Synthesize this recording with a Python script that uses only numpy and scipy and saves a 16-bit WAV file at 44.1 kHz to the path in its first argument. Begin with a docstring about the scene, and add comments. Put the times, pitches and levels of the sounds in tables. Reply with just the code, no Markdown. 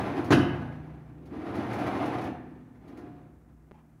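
"""In a hard, humming room, the steel carriage table of an idle band saw rolls along its rail,
slams into the end stop, is pushed back the other way and is nudged once more. Rolling contact
is a stream of tiny impacts, the stop a few large ones; both excite the modes of the sheet steel,
which drums and rings. Near the end come a small close knock and two scuffs."""
import sys
import numpy as np
from scipy import signal
from scipy.fft import rfft, irfft
from scipy.io import wavfile
from scipy.ndimage import uniform_filter1d

SR = 44100
rng = np.random.default_rng(int(sys.argv[2]) if len(sys.argv) > 2 else 0)


def pcm_store(signal):
    """Save signal as 16-bit PCM."""
    levels = np.round(np.clip(np.atleast_2d(signal), -1, 1) * 32767)
    wavfile.write(sys.argv[1], SR, levels.astype(np.int16).T)


N = 176400
LEAD = SR // 2  # samples: the table is already rolling at time zero
TIME = np.arange(-LEAD, N) / SR
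AGE = np.arange(2 * SR) / SR  # seconds since an impulse


def amp(db):
    """Decibels to amplitude ratio."""
    return 10 ** (np.asarray(db) / 20)


def unit(x):
    """Normalisation to unit energy."""
    return x / np.sqrt(np.sum(x ** 2) + 1e-20)


def noise():
    """Gaussian white noise."""
    return rng.standard_normal(len(TIME))


def curve_at(points, hz):
    """Interpolation on a log-frequency axis."""
    f, value = np.transpose(points)
    return np.interp(np.log(hz + 1), np.log(f), value)


def convolve(x, response):
    """A linear system's output, from its impulse response."""
    return signal.fftconvolve(x, response)[:len(x)]


def colour(x, spectrum, size=8192):
    """Minimum-phase filtering at unit energy, rolling off above the spectrum's last point."""
    hz = abs(np.fft.fftfreq(size, 1 / SR))
    rolloff = np.maximum(hz / spectrum[-1][0], 1) ** 3
    log_gain = np.log(amp(curve_at(spectrum, hz)) / rolloff)
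    response = np.fft.ifft(np.exp(np.conj(signal.hilbert(log_gain)))).real
    return convolve(x, unit(response[:size // 2]))


def drift(cutoff_hz):
    """Low-pass random fluctuation of unit variance."""
    hz = np.fft.rfftfreq(len(TIME), 1 / SR)
    slow = irfft(rfft(noise()) / (1 + (hz / cutoff_hz) ** 4))
    return slow / slow.std()


def impulses(rows):
    """Ideal impacts: one impulse for each time in seconds and level in dB."""
    force = np.zeros(len(TIME))
    for start, db in rows:
        force[LEAD + round(start * SR)] += amp(db)
    return force


# Room hum. Each row: frequency in Hz, level in dB.
HUM_TONES = [(60, -70.5), (155, -61), (233, -65.5)]
# Air noise. Each row, as in every spectrum below: frequency in Hz, relative density in dB.
AIR_SPECTRUM = [(25, -59), (45, -0.5), (64, 14), (105, -14), (160, -7), (260, -9.5), (340, -3), (480, -30),
                (800, -25), (1500, -24), (3000, -47), (6000, -36.5), (15500, -39)]

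def room(waver_hz=2.5):
    """Random frequency modulation makes a low hum waver over soft air noise."""
    hum = 0
    for hz, db in HUM_TONES:
        phase = 2 * np.pi * np.cumsum(hz + waver_hz * drift(6)) / SR
        hum += amp(db) * np.sqrt(2) * np.sin(phase)
    return hum + amp(-61) * colour(noise(), AIR_SPECTRUM)


# Decay of steel and room together. Each row: frequency in Hz, T60 in seconds.
RING_TIMES = [(60, 1.25), (150, 0.57), (300, 0.63), (1000, 0.79), (2000, .85), (4000, 0.49), (8000, 0.33),
              (16000, 0.38)]

def sheet_steel(force, tail_db, early_t60_s=0.066):
    """Dense modes overlap into decaying noise: a quick clatter, then a tail shared with the room."""
    early, late = rng.standard_normal((2, len(AGE)))
    early *= amp(-60 * AGE / early_t60_s)
    hz, age, bands = signal.stft(late, SR, nperseg=512)
    decay = amp(-60 * age / curve_at(RING_TIMES, hz)[:, None])
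    tail = signal.istft(bands * decay, SR, nperseg=512)[1][:len(AGE)]
    spectrum = rfft(amp(3) * unit(early) + amp(tail_db) * unit(tail))
    spectrum /= np.sqrt(uniform_filter1d(abs(spectrum) ** 2, size=160))  # equal power across bands
    return convolve(force, unit(irfft(spectrum)[:-LEAD]))


# The table's main modes. Each row: frequency in Hz, relative level in dB, T60 in seconds.
TABLE_MODES = [(68.2, -13, 3.63), (97.4, 4, 1.1), (126.4, -7, 2.9), (153.8, -4.5, 3.1), (195.4, -1, 1.2),
               (250.8, 0, 1.9), (277.76, 10, .75), (340, 3, 0.94), (338.5, -4.5, 0.41), (345, -8.5, 0.36),
               (549, -13.5, 0.89), (717, 0.5, 0.89), (3035, -14.5, 0.18)]

def table_ring(force):
    """Modal superposition: the table responds as a sum of damped sinusoids."""
    ring = sum((-1) ** k * amp(db - 60 * AGE / t60) * np.sin(2 * np.pi * hz * AGE)
               for k, (hz, db, t60) in enumerate(TABLE_MODES))
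    return convolve(force, unit(ring))


def rough_contact(impacts_per_s=6000, lump_hz=37):
    """Shot noise: rough surfaces meet in a lumpy stream of tiny impacts."""
    grit_db = 1.5 * np.minimum(rng.exponential(1, len(TIME)), 4)
    lump_db = 2.02 * drift(lump_hz)
    force = noise() * amp(grit_db + lump_db)
    force *= rng.random(len(TIME)) < impacts_per_s / SR
    return force / force.std()


# A close double knock. Each row: start in seconds, level in dB.
KNOCK_HITS = [(3.7122, -23), (3.7172, -21.5)]
KNOCK_SPECTRUM = [(40, -2), (200, 5.5), (450, 0.5), (900, -9), (2000, -17), (3500, -30), (8000, -47.5),
                  (16000, -54)]
# Brief rubs. Each row: start in seconds, length in seconds, level in dB.
SCUFF_STROKES = [(3.727, 0.036, -63.5), (3.771, 0.036, -61)]
SCUFF_SPECTRUM = [(200, -23), (650, -7), (850, 3), (1100, -9), (1600, -13), (2700, -18.5), (4000, -31.5),
                  (10000, -43.5)]

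def knock_and_scuffs():
    """An impact sounds dry; then sliding friction excites the steel twice."""
    knock = colour(impulses(KNOCK_HITS), KNOCK_SPECTRUM)
    strokes = sum(amp(db) * np.sin(np.pi * np.clip((TIME - start) / length, 0, 1)) ** .5
                  for start, length, db in SCUFF_STROKES)
    friction = colour(strokes * rough_contact(), SCUFF_SPECTRUM)
    return knock + sheet_steel(friction, tail_db=-7)


# Dents in the rail and ticks of the bearings. Each row: start in seconds, level in dB.
DENT_HITS = [(1.784, -3.5), (1.96, -13), (2.002, 0.5), (2.075, -7), (2.147, -13), (2.182, -10),
             (2.245, -8.5)]
TICK_HITS = [(.242, -24), (.262, -52), (.572, -50), (1.255, -37.5), (1.551, -26.5), (1.729, -23),
             (1.786, -25.5), (1.862, -27), (2.055, -25), (2.211, -28), (2.236, -27), (2.877, -37.5),
             (2.971, -34)]
DENT_SPECTRUM = [(60, -30), (150, -10), (300, 9), (480, -21), (720, 18), (1200, -28.5), (2500, -8),
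                 (6000, -59)]
TICK_SPECTRUM = [(300, 2), (1500, 9.5), (3000, 9), (6300, 4), (8000, -6.5), (10200, 1.5), (12000, -7),
                 (14200, -2.5)]

def dents_and_ticks(tick_decay_s=.02):
    """Transient excitation: rollers bump dully over dents and the bearings tick grittily."""
    rattle = unit(rng.standard_normal(len(AGE)) * np.exp(-AGE / tick_decay_s))
    bumps = colour(impulses(DENT_HITS), DENT_SPECTRUM)
    ticks = colour(convolve(impulses(TICK_HITS), rattle), TICK_SPECTRUM)
    return sheet_steel(bumps, tail_db=0.5) + sheet_steel(ticks, tail_db=-7)


# The table's travel. Each row: time in seconds, relative roller force in dB, relative drumming in dB.
TRAVEL = [(0, -1, -0.5), (.21, -4.5, 4.5), (.3, -9, -6), (.55, -8.5, -34), (.8, -20, -12.5),
          (1.02, -26.5, -23), (1.208, -29.5, -15.5), (1.362, -12, -2), (1.58, -2, 2.5), (1.85, -0.5, 0.5),
          (2.1, -0.5, 2), (2.26, -6.5, -0.5), (2.38, -27, -13), (2.6, -27, -18.5), (2.8, -29.5, -23),
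          (2.88, -18, -8.5), (2.98, -20.5, -9.5), (3.219, -28.5, -18.5), (3.35, -35.5, -26.5),
          (4, -36, -37.5)]
# Bearing resonances. Each row: frequency in Hz, bandwidth in Hz, relative level in dB.
BEARING_MODES = [(6000, 150, 6), (9350, 280, 3.5), (10030, 260, 8)]
# Spectra of the rolling noise, from low to high.
RUMBLE_SPECTRUM = [(25, -64), (60, -13), (80, 9), (105, 6.5), (125, 11.5), (160, 9.5), (185, 6.5), (215, 9),
                   (300, 4), (600, -38.5)]
DRUM_SPECTRUM = [(100, -35.5), (150, -3), (195, -16.5), (245, -3), (290, 7), (335, 3), (420, -9.5),
                 (520, -7), (1200, -66)]
ROAR_SPECTRUM = [(200, -40), (450, -2.5), (620, -1.5), (750, 1.5), (900, -4), (1100, -5), (1500, -9.5),
                 (2100, -13.5), (3000, -21.5), (4500, -28.5), (6500, -35.5), (8000, -40)]
FIZZ_SPECTRUM = [(2000, -19.5), (4500, -10), (6100, -7), (7000, -4), (8500, -9), (9200, -1), (10700, -5.5),
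                 (11300, -10.5), (14000, -11.5)]

def rolling(rumble_db_per_db=0.68, drive_band_hz=(190, 810)):
    """Forced vibration from the rollers: hollow drumming when slow, with roar and sizzle when fast."""
    times, *levels = np.transpose(TRAVEL)
    force_db, drum_db = (np.interp(TIME, times, level) for level in levels)
    grit = rough_contact()
    roller_force = grit * amp(force_db)
    drum_force = grit * amp(drum_db)
    rumble = colour(rough_contact() * amp(-37 + rumble_db_per_db * force_db), RUMBLE_SPECTRUM)
    drum = amp(-37) * colour(drum_force, DRUM_SPECTRUM)
    roar = amp(-35) * colour(roller_force, ROAR_SPECTRUM)
    fizz = amp(-68) * colour(roller_force, FIZZ_SPECTRUM)
    bearing_ring = sum(amp(db) * unit(np.exp(-np.pi * width * AGE) * np.sin(2 * np.pi * hz * AGE))
                       for hz, width, db in BEARING_MODES)
    sizzle = amp(-74) * convolve(roller_force, unit(bearing_ring))
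    shaking = amp(-39.5) * signal.lfilter(*signal.butter(1, drive_band_hz, "band", fs=SR), drum_force)
    low = sheet_steel(rumble + drum, tail_db=-2.5)
    high = sheet_steel(roar + fizz + sizzle, tail_db=-2.5)
    return low + high + table_ring(shaking)


# Strikes on the stop. Each row: start in seconds, level in dB, relative treble in dB.
STOP_HITS = [(0.305, 15.5, -6.5), (.311, 5, 1), (0.3204, 8, 8), (0.3253, 12, -5.5), (0.3378, 1.5, -8.5),
             (0.37, 9.5, -15), (.401, 1.5, -7.5)]
THUD_SPECTRUM = [(30, -31.5), (60, -14), (95, -6), (135, 4), (190, -7.5), (260, 3.5), (360, 2), (470, -11),
                 (800, -16)]
CLATTER_SPECTRUM = [(200, -18.5), (500, -1.5), (1000, -1), (1550, 2), (2400, -6.5), (2900, -5),
                    (3400, -13.5), (4500, -12.5), (5500, -21), (6600, -21), (8200, -32.5), (10500, -24.5),
                    (12200, -43), (14200, -34)]

def end_stop(clatter_decay_s=0.0083, shove_at_s=.311, shove_cutoff_hz=500):
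    """Impact and rebound: the table chatters, loose parts clatter and its weight rings the modes."""
    thud = colour(impulses([(start, db) for start, db, _ in STOP_HITS]), THUD_SPECTRUM)
    treble_hits = impulses([(start, db + treble - 7) for start, db, treble in STOP_HITS])
    clatter_power = convolve(treble_hits ** 2, unit(np.exp(-AGE / clatter_decay_s)) ** 2)
    clatter = colour(noise() * np.sqrt(abs(clatter_power)), CLATTER_SPECTRUM)
    shove = signal.lfilter(*signal.butter(1, shove_cutoff_hz, fs=SR), impulses([(shove_at_s, 15)]))
    return sheet_steel(thud, tail_db=0.5) + sheet_steel(clatter, tail_db=-1.9) + table_ring(shove)


def scene():
    """Superposition: the pressures of all sources add at one point."""
    return (rolling() + end_stop() + dents_and_ticks() + knock_and_scuffs() + room())[None, LEAD:]


def record(dry, cutoff_hz=15780):
    """Band limiting: a linear-phase low-pass removes the highest treble."""
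    lowpass = signal.firwin(511, cutoff_hz, window=("kaiser", 9), fs=SR)
    return signal.oaconvolve(dry, lowpass[None], "same")


dry = scene()
out = record(dry)
pcm_store(out)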